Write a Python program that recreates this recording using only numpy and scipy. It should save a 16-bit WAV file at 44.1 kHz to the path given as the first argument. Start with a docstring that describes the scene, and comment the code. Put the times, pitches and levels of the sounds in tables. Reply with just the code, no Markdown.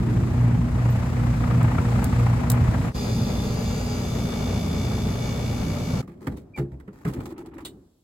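"""Outdoors at an air-conditioning condenser, then, at six seconds, inside a parked van.
Over the fan grille: shaped noise for rumble and blade-chopped rush, sines for hum, bursts for tool-bag ticks.
At the open service panel: shaft-order combs for the compressor whine, over softer fan air and pulsing hiss.
In the van: noise bursts and decaying panel modes for the rear doors, which unlatch, knock and swing open
with a groan; a low murmur drains away."""
import sys
import numpy as np
from scipy import signal
from scipy.fft import rfft, irfft, next_fast_len
from scipy.io import wavfile
from scipy.ndimage import uniform_filter1d

SR = 44100
rng = np.random.default_rng(int(sys.argv[2]) if len(sys.argv) > 2 else 0)


def dump_mix(stems):
    """Bounce the given channels to the path in sys.argv[1] as a 16-bit WAV at rate SR."""
    frames = np.atleast_2d(stems).T  # one column per channel
    limited = np.clip(frames, -1, 1)  # hard clip at full scale
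    pcm = np.round(limited * 32767).astype(np.int16)
    wavfile.write(sys.argv[1], SR, pcm)


N = 354299
T = np.arange(N) / SR

GRILLE_END_S, PANEL_START_S, VAN_START_S = 2.915, 2.948, 6.013
BLADE_HZ, SHAFT_HZ = 29.1, 58.787
TOP_HZ = 16000
EAR_LAG_S = .000262

# two-microphone likeness of the air: freq_hz, correlation
LIKENESS = [(25, .93), (130, 1), (260, 0.94), (420, 0.43), (900, 0.54), (1500, 0.022), (5000, 0.16),
            (7500, 0.77), (9000, 0.94)]

# air colour over the grille: freq_hz, relative_db
GRILLE_COLOUR = [(25, -21.5), (38, -8.5), (52, -4), (90, 1.5), (160, 0.5), (250, -6.5), (370, -18.5),
                 (600, -20), (900, -21.5), (1250, -25.5), (2000, -28.5), (3200, -33.5), (7500, -38),
                 (11000, -42.5), (16000, -49.5)]
GRILLE_RUMBLE_DB, GRILLE_RUSH_DB, GRILLE_HISS_DB = -23.5, -35, -47.5
# level change at full shelter by lid and tool bag
SHELTER_RUMBLE_DB, SHELTER_RUSH_DB, SHELTER_HISS_DB = -2.5, -6.5, -7
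# path over the fan: time_s, shelter (1 behind the bag, 0 in the open draught)
SHELTER = [(0.65, 0.64), (1.2, 0.26), (1.8, 0.0068), (2.9, 0.14)]
# louvre colour under blade gusts: freq_hz, relative_db
GUST_COLOUR = [(500, -6), (900, 1.5), (1060, -1.5), (1220, 3.5), (1600, -12), (1950, -8.5), (2800, -19)]
GUST_DB, GUST_SHELTER_DB, GUST_SCATTER_DB, GUST_SHARPNESS = -39.5, -13.5, 4, 1.8
# gusts that stand out: time_s, relative_db
HARD_GUSTS = [(1.442, 5.5), (1.786, 6), (2.268, 3)]
# fan, motor and mains tones: freq_hz, grille_relative_db, panel_relative_db
HUM_TONES = [(58.3, -32, -37), (87.3, -39, -43), (117.0, -31, -37), (119.9, -24.5, -36), (239.8, -33, -37),
             (299.8, -48, -62), (352.7, -58, -49), (411.5, -58, -50), (470.3, -60, -54), (587.9, -62, -49),
             (651.0, -51, -66), (823.0, -56, -55), (1175.7, -70, -58), (1234.5, -62, -58),
             (1352.1, -66, -59)]
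# beating upper tone of the fan motor
THROB_HZ, THROB_DB, THROB_SHELTER_DB = 475.6, -43, -21
THROB_PER_S, THROB_PEAK_S, THROB_DEPTH = 3.0, 1.867, 0.97
# eddies on the microphone: time_s, level_db
BUFFETS = [(2.626, -15), (2.685, -20), (2.86, -23), (3.225, -22)]
BUFFET_WIDTH_S = 0.014
# buckles and zip pulls of the tool bag: time_s, relative_db
TICKS = [(1.63, -41), (2.042, -28.5), (2.5, -20.5), (2.517, -26.5)]
# modes of a small steel ring on the strap: freq_hz, level_db
STRAP_RING = [(12100, -47), (15350, -49)]

# air colour beside the panel: freq_hz, relative_db
PANEL_COLOUR = [(25, -9), (38, -19), (52, -5.5), (90, -0.5), (130, -2), (200, -1), (330, -13), (430, -8),
                (560, -15.5), (820, -17.5), (1000, -22), (1300, -23), (1600, -28), (3200, -30.5),
                (4600, -27.5), (5180, -26.5), (5500, -31.5), (6050, -26), (7000, -36), (16000, -34)]
PANEL_RUMBLE_DB, PANEL_RUSH_DB, PANEL_HISS_DB, HISS_FADE_DB_PER_S = -26.5, -36, -43, 0.8
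# path down to the panel: time_s, place (0 above, 1 between, 2 in front)
DESCENT = [(3.42, 0), (3.6, 1), (3.88, 1), (4.25, 2)]
# lifted orders at each place, snapped to the nearest shaft order: freq_hz, relative_db
WHINE_ABOVE = [(2234, -61), (2412, -58), (4118, -60), (4527, -55), (4705, -58), (4821, -64), (5173, -60),
               (6408, -61), (6525, -57), (6761, -54.5)]
WHINE_BETWEEN = [(2293, -56.5), (2762, -58), (4527, -57), (4646, -58), (4821, -57), (5997, -61),
                 (6471, -58), (6648, -60), (6939, -59), (7058, -58)]
WHINE_FRONT = [(2234, -53), (2293, -57.5), (2353, -58), (2821, -61), (2998, -64), (4468, -63.5),
               (4527, -55.5), (4587, -62), (5114, -60), (5233, -67), (5938, -64), (5997, -58), (6465, -62),
               (6939, -59)]
# two shell resonances, as the microphone crosses their standing waves: time_s, main_db, upper_db
RING_LEVELS = [(2.97, -48.5, -47), (3.3, -48, -50), (3.42, -46, -55), (3.52, -51, -56), (3.59, -64, -47),
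               (3.67, -48, -58), (3.85, -59, -51), (3.93, -54, -47), (4.02, -51, -53), (4.17, -47, -61),
               (4.85, -47, -56), (5.4, -49.5, -64), (6.0, -55, -64)]

# blows on the van doors: time_s, ring_db, thump_db, clack_relative_db, hiss_relative_db,
# main_favoured_hz, second_favoured_hz, swell_s, ring_time_share, clatter_t60_s
KNOCKS = [(6.024, -35, -41, -53, -63, 283, 170, 0.0086, 0.73, 0.13),
          (6.074, -36.5, -43, -56, -67, 170, 340, .008, .8, 0.35),
          (6.268, -19, -28, -33.5, -47, 272, 142, 0.0065, 0.53, 0.088),
          (6.318, -29.5, -37, -54, -66, 66, 272, .008, .6, .12),
          (6.368, -34, -50, -57, -56.5, 275, 135, .006, .9, 0.15),
          (6.574, -32, -28.5, -36, -50.5, 272, 510, .004, .6, 0.15),
          (6.583, -18, -39, -54, -54, 134, 364, 0.016, 0.71, .13),
          (6.717, -30.5, -40.5, -55.5, -69, 66, 134, 0.012, 0.62, 0.13),
          (6.799, -52, -58, -49.5, -62.5, 134, 190.3, .006, .8, 0.071),
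          (6.876, -30, -42.5, -52, -74, 195, 428, 0.006, 0.4, .11),
          (7.049, -16, -28, -36.5, -52.5, 162, 150, 0.022, 0.46, 0.15),
          (7.052, -23, -36, -52, -62, 275, 413, .004, .7, .1),
          (7.076, -36, -41, -42, -49, 270, 410, .006, 0.86, 0.14),
          (7.162, -26, -30, -48, -66, 134, 275, 0.008, 0.76, 0.15)]
LATCH_HZ, REBOUNDS_PER_S, REBOUND_SMEAR = 1830, 230, 0.19
# door panel modes: freq_hz, relative_db, free_t60_s
DOOR_MODES = [(66.7, -6.5, 0.62), (134.8, -0.5, 0.31), (168.4, 1.5, 0.2), (192.4, 0, 0.33),
              (271.5, 1.5, 0.19), (345, -4.5, 0.39), (416.4, -1, 0.26), (508, -1, 0.19), (600, -19, 0.37),
              (670, -7, 0.19), (826, -10, 0.2)]
# latch clatter colour: freq_hz, relative_db
CLATTER_COLOUR = [(300, -15), (520, 3), (680, -2), (820, 7.5), (980, 2.5), (1250, 2.5), (1550, -5.5),
                  (1950, -4.5), (2800, -12.5), (3700, -12), (5500, -16), (8200, -15.5), (16000, -19)]
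# hinge stick-slip: time_s, clack_relative_db, hiss_relative_db, t60_s, clack_hz, groan_surge_db
SLIPS = [(7.135, -44, -46.5, 0.078, 1500, -30.5), (7.203, -42.5, -56, 0.081, 1100, -36),
         (7.256, -42.5, -47.5, 0.083, 750, -35), (7.304, -47, -60, 0.1, 1000, -31.5),
         (7.378, -48, -57, 0.17, 850, -33), (7.459, -50, -59, 0.1, 1150, -33),
         (7.539, -56, -68, .17, 900, -35.5), (7.58, -42.5, -59, 0.11, 1950, -44),
         (7.605, -54, -63, 0.17, 1100, -38.5)]
SURGE_LAG_S, SURGE_WIDTH_S = 0.025, 0.011
SWING_START_S, SWING_END_S = 7.13, 7.8
GROAN_HZ, GROAN_SAG_HZ_PER_S, GROAN_DB, GROAN_FADE_DB_PER_S = 340, 45, -44.5, 6.5
CREAK_END_S, CREAK_DB, CREAK_PER_S, CREAK_SCATTER_DB = 7.67, -57.5, 250, 6
# door stay colour: freq_hz, relative_db
STAY_COLOUR = [(500, 3), (2500, -7), (3300, -2), (3750, 2), (4300, 1), (5000, -11), (6300, -10),
               (8500, -2.5), (11000, -7), (16000, -7)]
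# door stay modes: freq_hz, relative_db, t60_s
STAY_MODES = [(2950, -17, .16), (3402, -6, .1), (3735, -4.5, 0.098), (4200, -11, .1), (7402, -16, .13)]
# rods and seals sliding: start_s, end_s, rub_db, panel_relative_db
SCRAPES = [(6.157, 6.205, -78, -45), (6.211, 6.269, -53, -41), (6.29, 6.383, -58, -50),
           (6.56, 6.578, -52, -54), (6.93, 7.06, -60, -53), (7.08, 7.333, -54, -41.5)]
# still-air colour in the van: freq_hz, relative_db
VAN_COLOUR = [(25, -4), (60, 6), (190, 4.5), (330, 3), (560, -9.5), (1200, -19.5), (3000, -36),
              (8000, -40.5), (16000, -44)]
VAN_AIR_DB, DOOR_OPEN_S, DRAIN_DB_PER_S = -52, 7.73, 45
BOOM_RE_THUMP_DB, BOOM_T60_S = -4, 0.56


def undb(db):
    """Decibels to gain."""
    return 10 ** (np.asarray(db) / 20)


def unit(x):
    """Scale to rms 1."""
    return x / np.sqrt(np.mean(x ** 2))


def curves(table):
    """Each column of a timed table, joined by straight lines."""
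    time_s, *columns = np.transpose(table)
    return [np.interp(T, time_s, column) for column in columns]


def walk(rate_hz, size=N):
    """Smooth random drift with a spread near 1."""
    hold = max(int(SR / rate_hz), 2)
    steps = np.repeat(rng.standard_normal(size // hold + 1), hold)
    return 1.56 * uniform_filter1d(uniform_filter1d(steps, hold), hold)[:size]


def noise(colour, lo_hz, hi_hz, size=N, ripple_db=0):
    """One band of coloured stereo noise at rms 1; ripple stands for many close resonances."""
    n = next_fast_len(size)
    f = np.maximum(np.arange(n // 2 + 1) * SR / n, 1)
    colour_hz, colour_db = np.transpose(colour)
    alike_hz, correlation = np.transpose(LIKENESS)
    db = np.interp(np.log(f), np.log(colour_hz), colour_db)
    alike = np.clip(np.interp(np.log(f), np.log(alike_hz), correlation), -1, 1)
    knots_hz = np.arange(0, SR / 2, 130)
    db = db + ripple_db * np.interp(f, knots_hz, rng.standard_normal(len(knots_hz)))
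    gain = undb(db) / np.sqrt((1 + (lo_hz / f) ** 12) * (1 + (f / hi_hz) ** 12))
    # mid/side balance sets the correlation
    mid, side = rfft(rng.standard_normal((2, n))) * gain * np.sqrt([1 + alike, 1 - alike])
    return unit(irfft(np.array([mid + side, mid - side]), n)[:, :size])


def pan(db):
    """Left and right gains for a left-over-right level difference."""
    return undb(np.array([[db], [-db]]) / 2)


def between(start_s, end_s, rise_s, fall_s):
    """A window with sloping edges, centred on start and end."""
    rise = np.clip((T - start_s) / rise_s + .5, 0, 1)
    return rise * np.clip((end_s - T) / fall_s + .5, 0, 1)


def fade(t, attack_s, t60_s):
    """Envelope of a blow: exponential attack and decay."""
    return (1 - np.exp(-t / attack_s)) * np.exp(-np.log(1000) * t / max(t60_s, .005))


def add(out, time_s, sound):
    """Mix a sound in at a time."""
    i = int(time_s * SR)
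    out[:, i:i + sound.shape[-1]] += sound[..., :N - i]


def delay_left_treble(sound, lag_s):
    """The treble arrives later at the left microphone (earlier if negative); the bass stays in step."""
    n = next_fast_len(N + SR // 10)
    f = np.arange(n // 2 + 1) * SR / n
    lag = lag_s * np.clip(f / 2500, 0, 1) ** 2
    left = irfft(rfft(sound[0], n) * np.exp(-2j * np.pi * f * lag), n)[:N]
    return np.array([left, sound[1]])


def grille():
    """Over the fan: buffeting rumble, a rush chopped at the blade rate, smoother hiss and hum."""
    shelter, = curves(SHELTER)
    rumble_db = GRILLE_RUMBLE_DB + SHELTER_RUMBLE_DB * shelter + 1.42 * walk(11.99)
    rush_db = GRILLE_RUSH_DB + SHELTER_RUSH_DB * shelter + 1.3 * walk(44.62)
    hiss_db = GRILLE_HISS_DB + SHELTER_HISS_DB * shelter + .5 * walk(8.9)
    rumble = noise(GRILLE_COLOUR, 18, 388) * undb(rumble_db) * pan(-0.61)
    rush = noise(GRILLE_COLOUR, 387, 2660) * undb(rush_db) * blade_chop(depth=0.14) * pan(3.1)
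    hiss = noise(GRILLE_COLOUR, 2840, 17000) * undb(hiss_db) * blade_chop(depth=0.11) * pan(-0.65)
    # the flat steel lid drones only while it is close
    lid = undb(-34.5) * noise(GRILLE_COLOUR, 320, 384) * between(-1, 0.37, .01, 0.34)
    tones = throb(shelter) + undb(0.7) * hum(column=1, waver_db=1.94, drift_rad=0.56)
    return rumble + rush + gusts(shelter) + hiss + lid + tones


def blade_chop(depth):
    """The air flow pulses with each passing blade."""
    return unit(1 + depth * (1 + 0.32 * walk(11.8)) * np.cos(2 * np.pi * BLADE_HZ * T))


def gusts(shelter):
    """Each blade throws a gust of its own strength through the louvres; strongest in the open draught."""
    blade = np.rint(BLADE_HZ * T).astype(int)
    strength = undb(GUST_SCATTER_DB * rng.uniform(-1.1, 1, blade[-1] + 1))[blade]
    puffs = unit(strength * np.exp(GUST_SHARPNESS * np.cos(2 * np.pi * BLADE_HZ * T)))
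    puffs = puffs + sum(2 * undb(db) * np.exp(-((T - s) / 0.0037) ** 2) for s, db in HARD_GUSTS)
    return noise(GUST_COLOUR, 320, 3000) * puffs * undb(GUST_DB + GUST_SHELTER_DB * shelter) * pan(3)


def throb(shelter):
    """An upper tone of the fan motor beats slowly; shelter weakens it strongly."""
    beat = 1 + THROB_DEPTH * np.cos(2 * np.pi * THROB_PER_S * (T - THROB_PEAK_S))
    tone = np.sin(2 * np.pi * THROB_HZ * T + .5 * walk(25))
    return undb(THROB_DB + THROB_SHELTER_DB * shelter) * beat * tone * pan(2)


def hum(column, waver_db, drift_rad):
    """Motor and mains tones, wavering in the turbulent air."""
    out = 0
    for row in HUM_TONES:
        hz = row[0]
        phase = 2 * np.pi * (hz * T + rng.random()) + drift_rad * walk(3.955)
        ear_phase = np.array([[0], [rng.normal() * hz / 600]])
        gain = undb(row[column] + waver_db * walk(5.99)) * np.sqrt(2)
        out = out + gain * np.sin(phase + ear_phase)
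    return out


def panel():
    """At the service panel: softer fan air, compressor whine and gas hiss that pulses with the shaft."""
    turns = SHAFT_HZ * T + .0007 * walk(14) + .0005 * walk(70)
    rumble = noise(PANEL_COLOUR, 18, 310) * undb(PANEL_RUMBLE_DB + 0.76 * walk(14))
    rush = noise(PANEL_COLOUR, 388, 2900) * undb(PANEL_RUSH_DB + 1.22 * walk(35))
    rush = rush * blade_chop(depth=0.15) * pan(3.6)
    # the hiss fades as the microphone sinks below the grille
    hiss_db = PANEL_HISS_DB - HISS_FADE_DB_PER_S * (T - PANEL_START_S)
    shaft_pulse = 1 + 0.17 * np.sin(2 * np.pi * turns) + 0.12 * np.sin(4 * np.pi * turns)
    hiss = noise(PANEL_COLOUR, 2270, 13000) * undb(hiss_db) * shaft_pulse
    place, = curves(DESCENT)
    main_db, upper_db = curves(RING_LEVELS)
    rings = undb(main_db) * shell_ring(turns, hz=3513, width_hz=43, flutter_db=1.5, ear_phase_rad=1.3)
    rings = rings + undb(upper_db) * shell_ring(turns, hz=4880, width_hz=36, flutter_db=1.5, ear_phase_rad=1.3)
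    whine = 0
    for k, strong in enumerate([WHINE_ABOVE, WHINE_BETWEEN, WHINE_FRONT]):
        nearness = np.sqrt(np.clip(1 - abs(place - k), 0, 1))
        whine = whine + nearness * compressor(turns, strong, weak_db=-76.5) * undb(1.58 * walk(18))
    air = delay_left_treble(rumble + rush + hiss, EAR_LAG_S)
    return air + whine + rings + undb(0.5) * hum(column=2, waver_db=1.85, drift_rad=0.15)


def compressor(turns, strong, weak_db, size=4096):
    """Every shaft turn repeats the same gas chatter: a comb of weak orders, a few lifted by the shell."""
    orders = np.arange(24, 138)
    db = np.full(size // 2 + 1, -200.)
    db[orders] = weak_db + 3 * rng.standard_normal(len(orders))
    for hz, line_db in strong:
        db[int(round(hz / SHAFT_HZ))] = line_db
    # neighbouring orders share a resonance, struck at its own moment of the turn, so the whine flutters
    group = np.arange(len(db)) // 7
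    moment, standing_wave = rng.random((2, len(db)))[:, group]
    # the microphones stand at different places in the standing waves round the shell
    phase = 2 * np.pi * np.cumsum(moment) + np.array([[0], [np.pi]]) * (standing_wave - .5)
    cycles = irfft(undb(db) * size / np.sqrt(2) * np.exp(1j * phase))
    angle = np.arange(size) / size
    return np.array([np.interp(turns % 1, angle, cycle) for cycle in cycles])


def shell_ring(turns, hz, width_hz, flutter_db, ear_phase_rad, size=4096):
    """A shell resonance struck once a turn at uneven strength: it throbs on the nearest shaft orders."""
    orders = round(hz / SHAFT_HZ) + np.arange(-3, 4)
    angle = np.arange(size) / size
    cycle = 0
    for k in orders:
        response = 1 / (1 + 1j * (k * SHAFT_HZ - hz) / width_hz) ** 2
        cycle = cycle + np.exp(2j * np.pi * k * angle) * response
    ring = np.interp((turns + rng.random()) % 1, angle, cycle)
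    ears = np.real(ring * np.exp(1j * np.array([[0], [ear_phase_rad]])))
    return unit(ears * undb(flutter_db * walk(59)))


def doors():
    """Latch and rods clatter; the sheet-metal panel swells a moment later and rings on; the van booms."""
    out, t = np.zeros((2, N)), T[:SR]
    for (s, ring_db, thump_db, clack_db, hiss_db,
         main_hz, second_hz, swell_s, ring_share, clatter_s) in KNOCKS:
        thump = noise(VAN_COLOUR, 45, 570, size=len(t)) * fade(t, 0.0046, 0.3)
        boom = noise(VAN_COLOUR, 30, 800, size=len(t)) * fade(t, 0.026, BOOM_T60_S)
        low = undb(thump_db) * (thump + undb(BOOM_RE_THUMP_DB) * boom)
        ring = undb(ring_db) * door_ring(t, main_hz, second_hz, swell_s, ring_share)
        add(out, s, ring + low + clatter(t, clack_db, hiss_db, clatter_s, LATCH_HZ))
    return out


def door_ring(t, main_hz, second_hz, swell_s, ring_share):
    """Sheet metal swells and rings on, peak 1; the place of the blow favours modes near two pitches."""
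    body = 0
    for hz, db, free_s in DOOR_MODES:
        main_lift_db = 16 * np.exp(-(np.log(hz / main_hz) / 0.18) ** 2)
        second_lift_db = 14 * np.exp(-(np.log(hz / second_hz) / 0.17) ** 2)
        phase = 2 * np.pi * (hz * (1 + 0.0053 * rng.normal()) * t + rng.random())
        gain = undb(db + main_lift_db + second_lift_db)
        body = body + gain * fade(t, swell_s, free_s * ring_share) * np.sin(phase)
    body = body * (1 - np.exp(-t / swell_s))
    return body / np.abs(body).max()


def clatter(t, clack_db, hiss_db, t60_s, ring_hz):
    """Steel parts meet and rebound in quick uneven contacts: a clack round one pitch, and a bright hiss."""
    contacts = (rng.random(len(t)) < REBOUNDS_PER_S / SR) * rng.uniform(.2, 1, len(t))
    contacts[0] = 1
    rebounds = signal.fftconvolve(contacts, fade(t[:SR // 20], .0003, 0.02))[:len(t)]
    grain = np.sqrt(REBOUND_SMEAR + np.abs(rebounds))
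    ring = undb(-6.5) * noise(CLATTER_COLOUR, .85 * ring_hz, 1.15 * ring_hz, size=len(t))
    clack = noise(CLATTER_COLOUR, 370, 2770, size=len(t), ripple_db=4.0) + ring
    clack = clack * fade(t, 0.0041, t60_s) * pan(-4.0)
    hiss = noise(CLATTER_COLOUR, 2240, 20000, size=len(t), ripple_db=2.5) * fade(t, 0.0016, t60_s)
    return 2 * grain * (undb(clack_db) * clack + undb(hiss_db + 1.5) * hiss)


def swing(stay_s, stay_db):
    """Each hinge slip clicks and makes the panel groan in a surge; late on the door stay snaps home."""
    out, t = np.zeros((2, N)), T[:SR // 3]
    since_s = np.maximum(T - SWING_START_S, 0)
    push = undb(GROAN_DB - GROAN_FADE_DB_PER_S * since_s)
    push = push * between(SWING_START_S, SWING_END_S, 0.057, 0.15)
    surge = 0
    for s, clack_db, hiss_db, t60_s, clack_hz, surge_db in SLIPS:
        add(out, s, clatter(t, clack_db, hiss_db, t60_s, clack_hz))
        surge = surge + undb(surge_db) * np.exp(-((T - s - SURGE_LAG_S) / SURGE_WIDTH_S) ** 2)
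    phase = 2 * np.pi * np.cumsum(GROAN_HZ - GROAN_SAG_HZ_PER_S * since_s) / SR
    rough_tone = unit(walk(230) * np.sin(phase) + walk(230) * np.cos(phase))
    groan = push * rough_tone + surge * np.sin(phase + 0.62 * walk(120))
    shudder = undb(-2.0) * push * noise(VAN_COLOUR, 38, 1500)
    add(out, stay_s, undb(stay_db) * stay_snap(t))
    return out + groan * pan(.5) + shudder


def stay_snap(t):
    """The steel door stay snaps home: a bright crack and a short ring."""
    crack = noise(STAY_COLOUR, 500, 17000, size=len(t), ripple_db=3.5) * fade(t, 0.003, 0.12)
    ring = 0
    for hz, db, t60_s in STAY_MODES:
        phase = 2 * np.pi * (hz * t + rng.random((2, 1)))
        ring = ring + undb(db) * fade(t, 0.0025, t60_s) * np.sin(phase)
    return (crack + ring) * pan(-1)


def creak():
    """The dry hinge grinds on under its slips, in dense uneven catches."""
    scatter_db = CREAK_SCATTER_DB * np.clip(rng.standard_normal(N), -2, 2)
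    catches = (rng.random(N) < CREAK_PER_S / SR) * undb(scatter_db)
    grain = unit(signal.fftconvolve(catches, fade(T[:SR // 10], .0005, 0.026))[:N])
    window = between(SWING_START_S, CREAK_END_S, .03, 0.14)
    return noise(CLATTER_COLOUR, 420, 3000) * grain * undb(CREAK_DB) * window * pan(-2)


def squeak(start_s, end_s, from_hz, to_hz):
    """The handle rubs its pivot: a short thin whistle that sags as the latch gives."""
    progress = np.clip((T - start_s) / (end_s - start_s), 0, 1)
    hz = from_hz + (to_hz - from_hz) * progress ** 2
    phase = 2 * np.pi * np.cumsum(hz * (1 + 0.0069 * walk(600))) / SR
    tone = undb(-37.5) * np.sin(phase) + undb(-73) * np.sin(2 * phase)
    return tone * undb(1.0 * walk(200)) * between(start_s, end_s, 0.022, 0.032)


def scrape(start_s, end_s, rub_db, body_db):
    """Latch rods and door seals slide with a faint grainy rub that also stirs the panel."""
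    rub = undb(rub_db + 2.6 * walk(380)) * noise(CLATTER_COLOUR, 400, 17000, ripple_db=3.0)
    body = undb(body_db) * noise(VAN_COLOUR, 90, 640)
    return (rub + body) * between(start_s, end_s, 0.014, 0.019)


def bag(ring_s):
    """Small hard parts tick together, and a steel ring tinkles once."""
    out, t = np.zeros((2, N)), T[:SR // 8]
    colour = [(3500, -4.0), (5500, -10.0), (7500, -2.5), (11500, -3), (16000, -1.0)]
    for s, db in TICKS:
        decay = fade(t, 0.0004, 0.017) + undb(-18.5) * fade(t, .002, 0.14)
        add(out, s, undb(db + 4.5) * decay * noise(colour, 3600, 15200, size=len(t)))
    tinkle = sum(undb(db) * np.sin(2 * np.pi * hz * t) for hz, db in STRAP_RING)
    add(out, ring_s, fade(t, .001, 0.16) * tinkle)
    return out


def buffets():
    """Eddies of the draught thump the microphone."""
    bumps = sum(undb(db) * np.exp(-((T - s) / BUFFET_WIDTH_S) ** 2) for s, db in BUFFETS)
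    return noise(GRILLE_COLOUR, 35, 140) * bumps


def van_air():
    """The shut van's low murmur drains away through the open door; a faint outdoor hiss comes in."""
    drain_db = DRAIN_DB_PER_S * np.maximum(T - DOOR_OPEN_S, 0)
    murmur = noise(VAN_COLOUR, 20, 17000) * undb(VAN_AIR_DB - drain_db + 0.52 * walk(14))
    outdoors = undb(-76.0) * noise(CLATTER_COLOUR, 3000, 17000) * (T > DOOR_OPEN_S)
    return murmur + outdoors


def scene():
    """Three places in turn; a short, faint bridge of air noise joins the first two."""
    over_fan = grille() * between(-1, GRILLE_END_S - .012, .01, 0.053) + bag(ring_s=.9)
    at_panel = panel() * between(PANEL_START_S, VAN_START_S, 0.014, 0.02)
    bridge = undb(-45.5) * noise(PANEL_COLOUR, 30, 12000)
    bridge = bridge * between(GRILLE_END_S, PANEL_START_S, 0.0092, .01)
    scrapes = sum(scrape(*row) for row in SCRAPES)
    van = doors() + swing(stay_s=7.649, stay_db=-31.5) + creak() + scrapes + van_air()
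    handle = squeak(6.546, 6.572, from_hz=2376, to_hz=2250)
    condenser = delay_left_treble(over_fan, EAR_LAG_S) + buffets() + bridge + at_panel
    return condenser + delay_left_treble(van * (T > VAN_START_S), -EAR_LAG_S) + handle


def record(dry):
    """The recorder cuts the top: a steep elliptic low-pass."""
    return signal.sosfilt(signal.ellip(10, .2, 80, TOP_HZ, fs=SR, output="sos"), dry)


dry = scene()
out = record(dry)
dump_mix(out)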